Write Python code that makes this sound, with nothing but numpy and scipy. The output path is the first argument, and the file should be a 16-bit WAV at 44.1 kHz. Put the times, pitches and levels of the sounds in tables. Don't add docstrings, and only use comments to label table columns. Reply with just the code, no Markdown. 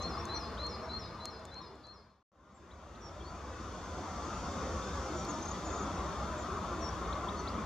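import sys
import numpy as np
from scipy import signal
from scipy.fft import rfft, irfft
from scipy.io import wavfile
from scipy.ndimage import uniform_filter1d

SR = 44100
rng = np.random.default_rng(int(sys.argv[2]) if len(sys.argv) > 2 else 0)


def log_audio(samples):
    frames = np.atleast_2d(samples).T
    limited = np.clip(frames, -1, 1)
    pcm = np.round(limited * 32767).astype(np.int16)
    wavfile.write(sys.argv[1], SR, pcm)


N = 337365
TIME = np.arange(N) / SR
FADE_OUT_S, CUT_S, SILENT_S, RESUME_S, FADED_IN_S = .1, 2.228, 2.27, 2.318, 4.5


def undb(db):
    return 10 ** (np.asarray(db) / 20)


def curve(rows, t):
    knots, *columns = np.transpose(rows)
    return [np.interp(t, knots, column) for column in columns]


def add(out, s, sound, pan_db):
    start = int(s * SR)
    a, b = max(start, 0), min(start + len(sound), N)
    pan_gains = undb(np.array([[pan_db], [-pan_db]]) / 2)
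    out[:, a:b] += pan_gains * sound[a - start:b - start]


def walk(rate):
    hold = int(SR / rate)
    steps = np.repeat(rng.standard_normal(N // hold + 1), hold)
    steps = uniform_filter1d(uniform_filter1d(steps, hold), hold)[:N]
    return steps / steps.std()


def hump(peak_s, width_s):
    return np.exp(-((TIME - peak_s) / width_s) ** 2)


def wash(spectrum):
    # frequency_hz, correlation (0-1), left_minus_right_db
    ports = [(60, .984, 0), (300, .96, 0), (850, .93, 0), (1100, .88, 4.7), (1600, .84, 3.5),
             (2700, .75, 3), (3500, .8, 4.5), (4700, .5, .5), (6600, .25, 0), (12000, .05, 0)]
    log_hz = np.log(np.maximum(np.fft.rfftfreq(N, 1 / SR), 1))
    db, = curve([(np.log(f), d) for f, d in spectrum], log_hz)
    alike, pan_db = curve([(np.log(f), c, p) for f, c, p in ports], log_hz)
    mid, side = rfft(rng.standard_normal((2, N)))
    sign = np.array([[1], [-1]])
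    channels = mid * np.sqrt(1 + alike) + sign * side * np.sqrt(1 - alike)
    x = irfft(channels * undb(db + sign * pan_db / 2), N)
    return x / x.std()


def patches(x, depth_db, full_hz=400, size=4096):
    hz, _, bands = signal.stft(x, SR, nperseg=size)
    field = rng.standard_normal(bands.shape[1:])
    field = uniform_filter1d(field, size=4, axis=0)
    field = uniform_filter1d(field, size=2, axis=1)
    depth = depth_db * np.minimum(hz / full_hz, 1)[:, None]
    db = depth * field / field.std()
    y = signal.istft(bands * undb(db), nperseg=size)[1][:, :N]
    return y / y.std()


def swell(x, lo_hz, hi_hz, db):
    sos = signal.butter(2, [lo_hz, hi_hz], "band", fs=SR, output="sos")
    band = signal.sosfiltfilt(sos, x)
    return x + band * (undb(db) - 1)


def from_left(x, lag):
    delay = np.exp(-2j * np.pi * np.fft.rfftfreq(N) * lag)
    return np.array([x[0], irfft(rfft(x[1]) * delay, N)])


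def outdoors(surge_db=.5, road_patchy_db=3.5, air_patchy_db=2.5, drone_surge_db=0.5):
    # frequency_hz, relative_density_db
    traffic_first = [(59, -28), (100, 0), (124, -4.5), (232, -2), (287, -11), (317, -4), (433, -7.5),
                     (472, -5), (568, -9.5), (654, -5.5), (723, -11), (1170, -3.5), (1580, -16),
                     (3000, -27.5), (3900, -48), (6600, -120)]
    traffic_later = [(59, -30), (100, -2), (124, -4.5), (182, 2), (263, -3), (335, -0.5), (433, -5),
                     (609, -3.5), (744, -6), (895, -7.5), (1030, -2), (1160, -2.5), (1330, -4.5),
                     (1600, -15), (3000, -25), (3900, -44), (6600, -120)]
    # frequency_hz, relative_density_db
    air_first = [(2200, -34), (2800, -15), (3500, 11.5), (3950, 2.5), (4500, 7.5), (6600, 2), (8000, -9.5),
                 (10000, -14.5), (15500, -25)]
    air_later = [(2200, -18.5), (2800, -20.5), (3150, 3), (3500, 7.5), (3750, 5.5), (3980, -2), (4350, 4),
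                 (5000, 2.5), (6000, 5), (6750, 4), (7400, -3.5), (8500, -12), (10500, -18.5), (15500, -29)]
    # frequency_hz, relative_density_db
    drone_spectrum = [(20, -44.5), (32, -18.5), (45, -18), (55, -2), (63, 0), (71, -2.5), (79, 1),
                      (88, -7.5), (100, -9.5), (125, -25), (400, -62.5)]

    later = TIME > SILENT_S
    traffic_db = np.where(later, -39.5, -40.5) + surge_db * walk(18)
    drone_db = np.where(later, -44, -47) + drone_surge_db * walk(2.9)
    tyre_db = -1.5 + 2.5 * hump(peak_s=6.83, width_s=1.03)
    air_db = -56.5 + 2.6 * hump(peak_s=5.7, width_s=2.6)
    bright_db = -2.5 + 5.5 * hump(peak_s=4.62, width_s=1.7)

    road = patches(np.where(later, wash(traffic_later), wash(traffic_first)), road_patchy_db)
    road = swell(road, lo_hz=910, hi_hz=1470, db=tyre_db) * undb(traffic_db)
    air = patches(np.where(later, wash(air_later), wash(air_first)), air_patchy_db)
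    air = swell(air, lo_hz=4400, hi_hz=8000, db=bright_db) * undb(air_db)
    drone = wash(drone_spectrum) * undb(drone_db)
    return road + drone + from_left(air, lag=1.26)


def envelope(t, length, attack, release):
    return np.sin(np.pi / 2 * np.clip(np.minimum(t / attack, (length - t) / release), 0, 1))


def progress(length):
    return np.linspace(0, 1, int(length * SR))


def whistle(hz, gain, waver=0.0032):
    flutter_db = 1.1
    step = SR // 250
    samples = np.arange(len(hz))
    knots = np.arange(0, len(hz) + step, step)
    pitch, push = (np.interp(samples, knots, r) for r in rng.standard_normal((2, len(knots))))
    phase = 2 * np.pi * np.cumsum(hz * (1 + waver * pitch)) / SR
    return np.sqrt(2) * gain * undb(flutter_db * push) * np.sin(phase)


def tit(pan_db=3.5, waver=0.0038):
    # start_s, level_db
    phrase_table = [(-.016, -43.5), (.285, -41), (.586, -39.5), (.887, -39), (1.196, -41.5), (1.509, -41),
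                    (1.833, -40)]
    # delay_s, length_s, first_hz,
    # settled_hz, settling_time_s, attack_s, release_s, level_db (relative to the phrase)
    note_table = [(0, .054, 3930, 4105, .016, .018, .018, -4),
                  (.038, .072, 4130, 4222, .012, .022, .036, 0),
                  (.104, .08, 5720, 4890, .025, .004, .012, -10.5)]
    pitch_scatter = .004
    out = np.zeros((2, N))
    for (s, db), chance in zip(phrase_table, rng.standard_normal(len(phrase_table))):
        for delay, length, first, settled, settle_s, attack, release, note_db in note_table:
            t = np.arange(int(length * SR)) / SR
            hz = settled + (first - settled) * np.exp(-t / settle_s)
            hz = hz * (1 + pitch_scatter * chance)
            gain = undb(db + note_db) * envelope(t, length, attack, release)
            add(out, s + delay, whistle(hz, gain, waver), pan_db)
    return out


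def slurs(waver):
    # start_s, length_s, first_hz, turn_hz, level_db, left_minus_right_db
    slur_table = [ (.015, .021, 6540, 6150, -50.5, 0), (.016, .02, 7450, 7220, -58, 5),
                  (.021, 0.032, 5070, 5550, -57, 3), (0.17, 0.05, 5250, 5540, -51.5, 3),
                  (.342, 0.042, 6000, 5800, -48.5, 6), (.347, .038, 4850, 4710, -56, 3),
                  (.825, .04, 5340, 5570, -56, 6), (0.903, .04, 4400, 4480, -54, 3),
                  (1.0, 0.099, 3930, 3740, -57, 3), (1.47, .043, 3720, 3570, -54, 5),
                  (1.588, .075, 3880, 3750, -54, 1), (1.828, 0.036, 4720, 4460, -49, 3),
                  (3.003, .097, 5800, 5500, -48.5, -5), (3.235, .072, 4080, 4560, -52, 4),
                  (4.81, .12, 5100, 5430, -62, 5), (5.166, .012, 6400, 7150, -54, 7),
                  (5.33, .02, 5840, 5420, -55, 6), (6.801, .086, 5940, 5480, -50, 10),
                  (6.88, 0.016, 5400, 5660, -49.5, 6), (7.354, 0.057, 4240, 4400, -57, 4),
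                  (7.39, 0.019, 6440, 5900, -51.5, 8)]
    turn_at, attack, release = .92, .5, .15
    out = np.zeros((2, N))
    for s, length, first, turn, db, pan_db in slur_table:
        u = progress(length)
        hz = turn + (first - turn) * (1 - u / turn_at) ** 2
        gain = undb(db) * envelope(u, 0.97, attack, release)
        add(out, s, whistle(hz, gain, waver), pan_db)
    return out


def flock(count=6, pan_db=3):
    lo_hz, hi_hz, glide, note_s, level_db = 4250, 5400, .05, .04, -59
    out, u = np.zeros((2, N)), progress(note_s)
    for when, pitch, slope in rng.random((count, 3)):
        start_hz = lo_hz + pitch * (hi_hz - lo_hz)
        hz = start_hz * (1 + glide * (2 * slope - 1) * u)
        add(out, when * CUT_S, whistle(hz, undb(level_db) * np.sin(np.pi * u)), pan_db)
    return out


def beak(glide=0.51, glide_s=0.00036, crack_s=0.0015, crack_lo_hz=2200, crack_hi_hz=8500, pan_db=1):
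    # start_s, level_db, settled_ring_hz, crack_db (sets crack against ring)
    snap_table = [(.2539, -41.5, 6100, -6), (0.667, -44, 6100, -6), (1.2554, -33, 4190, 3),
                  (1.3948, -55, 6500, -9), (1.453, -41, 6800, -1), (1.543, -44, 5840, -23),
                  (1.755, -54, 6800, -10), (1.869, -46, 6250, -6), (5.25, -42, 4320, -5)]
    ring_s = .0018
    out, t = np.zeros((2, N)), np.arange(SR // 40) / SR
    band = signal.butter(2, [crack_lo_hz, crack_hi_hz], "band", fs=SR, output="sos")
    for s, db, hz, crack_db in snap_table:
        phase = 2 * np.pi * np.cumsum(hz * (1 + glide * np.exp(-t / glide_s))) / SR
        ring = np.sin(phase) * np.exp(-t / ring_s) * (1 - np.exp(-t / glide_s))
        burst = rng.standard_normal(len(t)) * np.exp(-t / crack_s)
        crack = signal.sosfilt(band, burst)
        add(out, s, 2 * undb(db) * (ring + undb(crack_db) * crack), pan_db)
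    return out


def chips(pan_db=5, waver=.022):
    # start_s, length_s, top_hz, level_db
    chip_table = [(0.574, 0.025, 3970, -49), (2.707, 0.025, 4000, -50), (2.947, .02, 4350, -56),
                  (3.202, 0.034, 3380, -53), (4.822, .016, 3920, -54), (7.126, 0.014, 4200, -48.5),
                  (7.283, 0.019, 3780, -47), (7.472, 0.027, 4970, -48)]
    from_hz, bend = 3180, 1.9
    attack, release = 0.13, 0.62
    out = np.zeros((2, N))
    for s, length, top, db in chip_table:
        u = progress(length)
        hz = top + (from_hz - top) * (1 - u) ** bend
        gain = undb(db) * envelope(u, 1, attack, release)
        add(out, s, whistle(hz, gain, waver), pan_db)
    return out


def seeps(waver):
    # start_s, length_s, first_hz, drop_hz, level_db, left_minus_right_db
    seep_table = [ (2.54, .048, 7650, 620, -55, -4), (5.158, 0.083, 5800, 330, -57, 0),
                  (5.19, .016, 7160, 750, -53, 7), (5.28, .044, 7000, 1030, -49.5, 9),
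                  (5.646, .04, 7000, 430, -52, 5)]
    bend, attack, release = 1.73, .3, .3
    out = np.zeros((2, N))
    for s, length, first, drop, db, pan_db in seep_table:
        u = progress(length)
        hz = first - drop * u ** bend
        gain = undb(db) * envelope(u, 1, attack, release)
        add(out, s, whistle(hz, gain, waver), pan_db)
    return out


def trills(pan_db=6):
    trill_table = [ (5.429, 4, 34, 5940, 6490, 336, -45.5, 19),
                   (5.692, 6, 33.2, 6920, 6760, 380, -58.5, -6), (6.389, 2, 33, 7240, 6860, 430, -58.5, -2)]
    out = np.zeros((2, N))
    for s, crests, rate, first, last, swing, db, dip_db in trill_table:
        t = np.arange(-.5 / rate, (round(crests) - .5) / rate, 1 / SR)
        crest = np.cos(2 * np.pi * rate * t)
        hz = np.linspace(first, last, len(t)) + swing * crest
        gain = undb(db - dip_db * (1 - crest) / 2) * signal.windows.tukey(len(t), .25)
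        add(out, s + t[0], whistle(hz, gain), pan_db)
    return out


def finches(waver=0.0047):
    return slurs(waver) + chips() + seeps(waver) + trills()


def boughs(x, db, count=8):
    near_s, far_s = .004, .04
    out = x.copy()
    for places in rng.random((count, 2)):
        for ear, place in enumerate(places):
            lag = int((near_s + place * (far_s - near_s)) * SR)
            out[ear, lag:] += undb(db) / np.sqrt(count) * x[ear, :-lag]
    return out


def trees(x, wet_db, t60, build_s=0.0075):
    t = np.arange(SR) / SR
    decay = np.exp(-np.log(1000) * t / t60)
    echoes = rng.standard_normal((2, len(t))) * decay * (1 - np.exp(-t / build_s))
    echoes = echoes + echoes[::-1] / 2
    echoes /= np.sqrt(np.sum(echoes ** 2, axis=1, keepdims=True))
    return x + undb(wet_db) * signal.fftconvolve(x, echoes, axes=1)[:, :N]


def scene():
    song = trees(boughs(tit() + flock(), db=-9), wet_db=-7, t60=.9)
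    calls = trees(boughs(from_left(finches(), lag=.9), db=-15), wet_db=-13, t60=.5)
    snaps = trees(beak(), wet_db=-27, t60=0.14)
    return song + calls + snaps + outdoors()


def record(dry):
    fader = np.interp(TIME, [FADE_OUT_S, SILENT_S, FADED_IN_S], [1, 0, 1])
    fader = fader * ((TIME < CUT_S) | (TIME > RESUME_S))
    top_cut = signal.ellip(10, .1, 70, 15700, fs=SR, output="sos")
    return signal.sosfilt(top_cut, dry * fader)


dry = scene()
out = record(dry)
log_audio(out)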